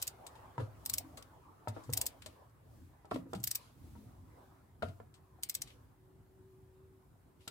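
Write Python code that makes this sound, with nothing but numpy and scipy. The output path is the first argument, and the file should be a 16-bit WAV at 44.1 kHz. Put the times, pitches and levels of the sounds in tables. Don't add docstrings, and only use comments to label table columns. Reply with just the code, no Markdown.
import sys
import numpy as np
from scipy import signal
from scipy.fft import rfft, irfft
from scipy.io import wavfile
from scipy.ndimage import uniform_filter1d

SR = 44100
rng = np.random.default_rng(int(sys.argv[2]) if len(sys.argv) > 2 else 0)


def materialize(psi):
    bounded = np.clip(np.atleast_2d(psi).T, -1, 1)
    quanta = np.round(bounded * 32767).astype(np.int16)
    wavfile.write(sys.argv[1], SR, quanta)


def magnitude_from_level(level_db):
    exponent = np.asarray(level_db, float) / 20
    return 10 ** exponent


N = 330750

# start_s, peak_db, slip_db, bounce_db, top_ring_db
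TOOTH_CLICKS = [(0.0247, -33.5, -11, -2.5, -9.5), (0.0772, -34.5, -7, -8, -10.5),
                (0.8602, -35, -15.5, -11, -5.5), (0.8968, -34, -13, -1, -9), (0.9377, -31, -12, -7.5, -8),
                (0.9815, -32.5, -9.5, 8, -8), (1.9346, -31.5, -12.5, -9, -9), (1.9735, -30, -10, 2.5, -4),
                (2.014, -29, -20, -11, -5), (2.0647, -32.5, -10.5, 1.5, -7), (3.4395, -32, -18, -3.5, -2.5),
                (3.474, -32.5, -12, -11, -6.5), (3.5119, -32, -8.5, 3, -8.5), (3.5543, -32, -10, -3.5, -7),
                (5.434, -36, -20, -15.5, -11), (5.4964, -33.5, -18, -10.5, -9),
                (5.5499, -33.5, -9.5, 0, -7.5), (5.6185, -36, -22, 2, -13)]
# start_s,
# peak_db, lower_body_db, chatter_s
SOCKET_TICKS = [(0.2663, -49, -18.5, 0.0083), (0.354, -67, -9, 0.02), (0.5797, -65, -6, 0.008),
                (0.6026, -63, -5, 0.024), (1.1722, -53, -15, 0.011), (1.177, -58.5, -19, 0.014),
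                (1.225, -55, -14, 0.0036), (1.6829, -48.5, -16.5, 0.01), (1.837, -63, -26.5, 0.02),
                (1.9008, -58, -25.5, 0.0051), (2.221, -54, -8.5, 0.0069), (2.2612, -48.5, -16, 0.0079),
                (2.4972, -79, -37, 0.0058), (3.054, -71.5, -15, 0.0069), (3.1112, -55, -3.5, 0.0072),
                (3.143, -56, -6, 0.0091), (3.1592, -56.5, -4, 0.0065), (3.334, -50, -13.5, 0.003),
                (3.35, -53.5, -12.5, 0.011), (3.4012, -60.5, -33.5, 0.0089), (4.8245, -50, -2, 0.01),
                (4.885, -65, -7, 0.018), (5.141, -64.5, -15, 0.017), (5.6738, -60.5, -8, 0.02),
                (5.703, -66, 1, 0.011), (7.408, -71.5, -6, 0.028), (7.4779, -42, -12, 0.0052)]
# pitch_hz, width_hz, level_db
PAWL_MODES = [(4350, 37, -5), (5460, 210, -19.5), (5230, 51, -14), (7130, 130, -6.5), (8050, 220, 12),
              (8820, 215, -17), (9380, 91, -27), (10170, 107, -2), (12400, 113, -7), (13300, 98, -6),
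              (14600, 56.8, -8), (15130, 150, 3)]
# frequency_hz, level_db (per Hz)
CLICK_COLOUR = [(590, -48), (1000, -22.5), (1620, -15.5), (2180, -10.5), (2970, -9), (4650, -4.5),
                (7110, -5.5), (11000, -5), (15000, 5.5), (15500, -7), (16800, -23)]
# start_s, peak_db, main_ring_hz, rattle_s
LOAD_KNOCKS = [(0.264, -51.5, 1050, 0.0074), (0.58, -31, 957, 0.0029), (0.597, -38.5, 500, 0.015),
               (1.177, -49, 1160, 0.02), (1.674, -30.5, 900, 0.0048), (1.764, -41, 658, 0.018),
               (1.894, -41.5, 478, 0.0046), (2.261, -49.5, 604, 0.012), (3.047, -51.5, 800, 0.014),
               (3.113, -32, 1110, 0.0028), (3.118, -28.5, 687, 0.0051), (3.159, -34.5, 570, 0.0043),
               (3.265, -57, 526, 0.012), (3.332, -30.5, 805, 0.0032), (3.340, -35, 645, 0.008),
               (3.953, -54.5, 930, .012), (4.823, -32, 1400, .004), (4.83, -29, 665, 0.0046),
               (5.001, -44, 690, 0.0058), (5.387, -59, 760, .01), (7.476, -44.5, 1320, 0.0054)]
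# pitch_hz, level_db, t60_s
HANDLE_MODES = [(500, -1, 0.042), (605, -12, 0.072), (652, -1, 0.15), (790, -13.5, 0.043),
                (966, 0.5, 0.036), (1062, -2, 0.025), (1253, 0, 0.041), (1379, -1.5, 0.051),
                (1370, -25.5, 0.1), (1756, -8.5, 0.067), (2020, -10.5, 0.084), (2430, -19.5, 0.01)]
# start_s, peak_db, pitch_hz, t60_s
PANEL_THUMPS = [(0.581, -33.5, 121.4, 0.27), (0.612, -35.5, 105.8, 0.19), (.585, -45, 271, 0.26),
                (1.039, -49.5, 271.3, 0.33), (1.673, -35.5, 102.4, 0.24), (1.679, -48.5, 224.3, 0.25),
                (1.763, -49, 278, 0.29), (1.883, -35, 119.6, 0.084), (1.888, -43.5, 249, 0.056),
                (1.921, -39, 108.3, 0.086), (3.113, -44.5, 264, 0.48), (3.126, -43.5, 120.7, 0.5),
                (3.142, -33, 256.5, 0.2), (3.16, -43, 412, 0.076), (3.171, -47, 176.5, 0.31),
                (3.257, -44, 273, 0.11), (3.334, -54.5, 302, 0.45), (3.35, -38, 187, 0.11),
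                (3.368, -42.5, 116.2, 0.39), (3.953, -51.5, 210.3, 0.34), (4.825, -38.5, 227, 0.15),
                (4.827, -44.5, 411, 0.18), (4.837, -41, 95, 0.34), (4.879, -44.5, 140, 0.1),
                (4.999, -58, 231, 0.21)]
# frequency_hz, t60_s
GARAGE_DECAY = [(100, 0.31), (500, 0.26), (2000, 0.27), (6000, 0.09), (16000, 0.0956)]
# start_s, length_s, level_db
LEANS = [(-.2, 1, -65.5), (.6, 0.99, -54.5), (1.8, 0.35, -52.5), (2.0, 0.55, -61), (2.6, 0.46, -57),
         (3.1, 0.18, -53), (3.25, .3, -51), (3.62, 0.75, -54), (3.95, 1, -62.5), (4.75, .4, -58),
         (5.3, 0.3, -74), (5.62, 0.41, -63), (6.15, 1, -69), (6.8, 0.68, -75.5)]
# frequency_hz, level_db (per Hz)
RUMBLE_COLOUR = [(25, -28.5), (50, -13.5), (75, 3), (115, -4.5), (180, -20.5), (280, -5.5), (400, -30.5),
                 (600, -40.5)]
# time_s, level_db
SLEEVE_MOTION = [(0, -59), (.41, -55.5), (.59, -61), (.8, -58), (1.5, -63.5), (1.85, -58), (2.03, -53.5),
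                 (2.16, -61), (2.36, -60.5), (2.53, -68), (3.16, -70), (3.6, -65), (4.2, -69), (4.4, -61.5),
                 (4.89, -75.5), (5.43, -69), (5.73, -65.5), (6.02, -76.5), (7.5, -74.5)]
# frequency_hz, level_db (per Hz)
CLOTH_COLOUR = [(200, -29.5), (400, 2), (1000, 3), (1500, -5.5), (2500, -16.5), (5000, -22), (12000, -23),
                (17000, -23)]
# start_s, length_s, level_db
SCUFFS = [(-.04, 0.16, -62.5), (.57, .14, -68.5), (1.02, 0.14, -85), (1.72, 0.21, -72), (2.08, 0.092, -72),
          (2.2, 0.24, -73.5), (3.1, .13, -64.5), (3.57, 0.22, -69), (3.82, .12, -83), (3.95, .14, -84),
          (4.82, 0.13, -69.5), (5.64, 0.17, -69.5), (7.38, 0.29, -75.5)]
# frequency_hz, level_db (per Hz)
SKIN_COLOUR = [(1000, -29), (2300, 8.5), (4000, 9), (8000, 1.5), (12000, 4.5), (17000, -45.5)]
# start_s, length_s, level_db
MOTOR_SWELLS = [
    (-.1, 1.24, -74),
    (4.2, 0.58, -74.5),
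    (4.95, 0.79, -78),
    (5.5, 0.43, -78),
    (5.9, 0.57, -70),
    (6.22, 0.68, -64),
    (6.6, 0.56, -65),
    (7.2, 0.82, -74),
]
# frequency_hz, level_db (per Hz)
AIR_COLOUR = [(20, -43.5), (40, -29), (62, 0.5), (105, 0), (180, -13), (300, -12.5), (500, -23.5),
              (1000, -24), (1700, -32.5), (3000, -39), (6500, -43.5), (7200, -40), (15500, -38.5),
              (16800, -66)]
# frequency_hz, likeness (0 to 1)
STEREO_LIKENESS = [(30, .9), (100, 0.91), (300, 0.62), (700, 0.18), (1500, 0.067), (4000, 0.087),
                   (16000, 0.028)]

LEAD_IN_S = 0.012
SWELL_PEAK, SCUFF_PEAK = 0.36, 0.17
SLIGHT_LEFT_DB = [[0.6], [-0.6]]


def read(points, hz):
    f, value = np.transpose(points)
    return np.interp(np.log(hz + 1), np.log(f + 1), value)


def add(mix, s, sound):
    part = mix[:, max(round(s * SR), 0):][:, :sound.shape[1]]
    part += sound[:, :part.shape[1]]


def placed(near, other, pan_db, share, lag):
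    right = share * np.roll(near, lag) + np.sqrt(1 - share ** 2) * other
    return np.array([near, right]) * magnitude_from_level([[pan_db / 2], [-pan_db / 2]])


def burst(t, at, tau):
    return (t >= at) * np.exp(-np.maximum(t - at, 0) / min(tau, 0.018))


def click(db, low_db, top_db, pan_db, bounce_db, slip_db, lead_s, chatter_s, chatter_db):
    size = 4096
    t, hz = np.arange(size) / SR - LEAD_IN_S, np.fft.rfftfreq(size, 1 / SR)
    bounce_s = 0.0018 + 0.00022 * rng.random()
    force = magnitude_from_level(slip_db) * burst(t, -lead_s, 0.0065) * (t < 0)
    force += burst(t, 0, 0.00053)
    force += magnitude_from_level(bounce_db) * burst(t, bounce_s, 0.0033)
    force += magnitude_from_level(chatter_db) * burst(t, 0, chatter_s)

    colour = magnitude_from_level(read(CLICK_COLOUR, hz) + 11.5) + 0j
    for mode_hz, width_hz, mode_db in PAWL_MODES:
        detuned_hz = mode_hz * rng.uniform(0.97, 1.03)
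        gain = magnitude_from_level(mode_db - 8 * rng.random())
        colour += gain / (1 + 2j * (hz - detuned_hz) / (3 * width_hz))
    colour *= magnitude_from_level(np.interp(hz, [3294, 5400, 9200, 12600], [low_db + 23, 0, 0, top_db + 2]))

    near, other = irfft(rfft(force * rng.standard_normal((2, size))) * colour)
    pair = placed(near, other, pan_db, share=0.55, lag=7)
    power = uniform_filter1d(pair.mean(0) ** 2, size=130)
    return magnitude_from_level(db) * pair / np.sqrt(power.max())


def ratchet():
    out = np.zeros((2, N))
    gaps_s = np.diff([row[0] for row in TOOTH_CLICKS], prepend=-1)
    for (s, db, slip_db, bounce_db, top_db), gap_s in zip(TOOTH_CLICKS, gaps_s):
        lead_s = np.interp(gap_s, [0.04, 0.0485], [0.004, 0.0075])
        tooth = click(db, -25, top_db, 1.9, bounce_db, slip_db, lead_s, chatter_s=0.0041, chatter_db=-1)
        add(out, s - LEAD_IN_S, tooth)
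    return out


def socket():
    out = np.zeros((2, N))
    for s, db, low_db, chatter_s in SOCKET_TICKS:
        top_db = -16.5 + 0.17 * (db + 56)
        tick = click(db, low_db, top_db, pan_db=4.5, bounce_db=-13.5, slip_db=-11.5, lead_s=0.0022,
                     chatter_s=chatter_s, chatter_db=11)
        add(out, s - LEAD_IN_S, tick)
    return out


def knocks():
    out, t = np.zeros((2, N)), np.arange(SR // 5) / SR
    hz, mode_db, t60 = np.transpose(HANDLE_MODES)[:, :, None]
    for s, db, main_hz, rattle_s in LOAD_KNOCKS:
        force = np.exp(-t[:3000] / rattle_s) * rng.standard_normal((2, 3000))
        force[:, :12] -= 0.8

        tilt_db = -2.9 + 0.5 * np.log2(main_hz / 700)
        tilted_db = mode_db + tilt_db * np.log2(hz / 700) + rng.uniform(-0.9, 1, hz.shape)
        detuned_hz = hz * rng.uniform(0.94, 1.03, hz.shape)
        decay = magnitude_from_level(tilted_db - 60 * t / np.minimum(t60, 1 / 18))
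        ring = (decay * np.sin(2 * np.pi * detuned_hz * t)).sum(0)

        main_t60 = min(36 / main_hz, 0.043)
        ring += magnitude_from_level(9.5 - 60 * t / main_t60) * np.sin(2 * np.pi * main_hz * t)
        ring += magnitude_from_level(3 - 60 * t / 0.02) * np.sin(2 * np.pi * 800 * t)
        handle = signal.fftconvolve(force, ring[None], axes=1)
        near, other = handle / abs(handle).max()
        add(out, s, magnitude_from_level(db + 5.5) * placed(near, other, pan_db=2.5, share=0.23, lag=11))
    return out


def thumps():
    out, t = np.zeros((2, N)), np.arange(SR // 2) / SR
    for s, db, hz, t60 in PANEL_THUMPS:
        pair = np.sin(2 * np.pi * hz * t)
        pair += 0.5 * np.sin(2 * np.pi * (1.17 * hz * t + rng.random()))
        rise = 1 - np.exp(-t * hz / 0.92)
        swing = magnitude_from_level(-60 * t / t60) * rise * pair
        add(out, s, magnitude_from_level(db) * swing / abs(swing).max() * magnitude_from_level(SLIGHT_LEFT_DB))
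    return out


def garage(x):
    taps = np.zeros((2, SR // 2))
    at = np.arange(200, SR // 2 - 20, 20)
    at = at + rng.integers(0, 20, (2, len(at)))
    np.put_along_axis(taps, at, rng.choice([-1., 1.], at.shape), axis=1)
    hz, t, z = signal.stft(taps, SR, nperseg=256)
    decay = magnitude_from_level(-60 * t / read(GARAGE_DECAY, hz)[:, None])
    tail = signal.istft(z * decay, SR, nperseg=256)[1]
    return signal.fftconvolve(x, tail / np.linalg.norm(tail[0]), axes=1)[:, :N]


def evened(x):
    return x / np.sqrt(np.mean(x ** 2) + 1e-20)


def swells(rows, peak):
    t, power = np.arange(N) / SR, np.zeros(N)
    for s, length, db in rows:
        u = np.interp(t, [s, s + peak * length, s + length], [0, 0.5, 1])
        power += (magnitude_from_level(db) * np.sin(np.pi * u) ** 2) ** 2
    return np.sqrt(power)


def noise(colour, patchy_db):
    frames, hz = N // 256 + 5, np.fft.rfftfreq(1024, 1 / SR)
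    a, b, c, d, patches = rng.standard_normal((frames, 513, 5)).T
    patches = uniform_filter1d(patches, size=8, axis=0)
    patches = evened(uniform_filter1d(patches, size=12, axis=1))
    same = read(STEREO_LIKENESS, hz)[:, None]
    left = a + 1j * b
    right = same * left + np.sqrt(1 - same ** 2) * (c + 1j * d)
    level_db = read(colour, hz)[:, None] + patchy_db * patches / (1 + hz[:, None] / 5600)
    z = np.array([left, right]) * magnitude_from_level(level_db)
    out = signal.istft(z, nperseg=1024, noverlap=768)[1][:, :N]
    return out / np.sqrt(np.mean(out.mean(0) ** 2))


def rumble():
    return magnitude_from_level(-1) * swells(LEANS, SWELL_PEAK) * noise(RUMBLE_COLOUR, patchy_db=2)


def rustle():
    motion_db = np.interp(np.arange(N) / SR, *np.transpose(SLEEVE_MOTION))
    return magnitude_from_level(motion_db - 5) * noise(CLOTH_COLOUR, patchy_db=5)


def scuff():
    return swells(SCUFFS, SCUFF_PEAK) * noise(SKIN_COLOUR, patchy_db=3.5)


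def motor_hum():
    waver = 1 + 0.0073 * evened(uniform_filter1d(rng.standard_normal(N), size=3000))
    tone = np.sin(2 * np.pi * 378.4 * np.cumsum(waver) / SR)
    level = magnitude_from_level(-87.5) + swells(MOTOR_SWELLS, SWELL_PEAK)
    return np.sqrt(2) * level * tone * magnitude_from_level(SLIGHT_LEFT_DB)


def air():
    return magnitude_from_level(-63.5) * noise(AIR_COLOUR, patchy_db=2.5)


def scene():
    bright, dull, deep = ratchet() + socket(), knocks(), thumps()
    echoes = garage(magnitude_from_level(-13.5) * bright + magnitude_from_level(-12.5) * dull + magnitude_from_level(-16) * deep)
    background = rumble() + rustle() + scuff() + motor_hum() + air()
    return bright + dull + deep + echoes + background


def low_pass(x):
    return signal.sosfilt(signal.butter(12, 16990, fs=SR, output="sos"), x)


def record(dry):
    bass_cut = signal.butter(4, 46, "highpass", fs=SR, output="sos")
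    top_cut = signal.firwin(255, 16100, window=("kaiser", 3), fs=SR)
    heard = signal.oaconvolve(signal.sosfilt(bass_cut, dry), top_cut[None], "same")
    return low_pass(heard)


dry = scene()
out = record(dry)
materialize(out)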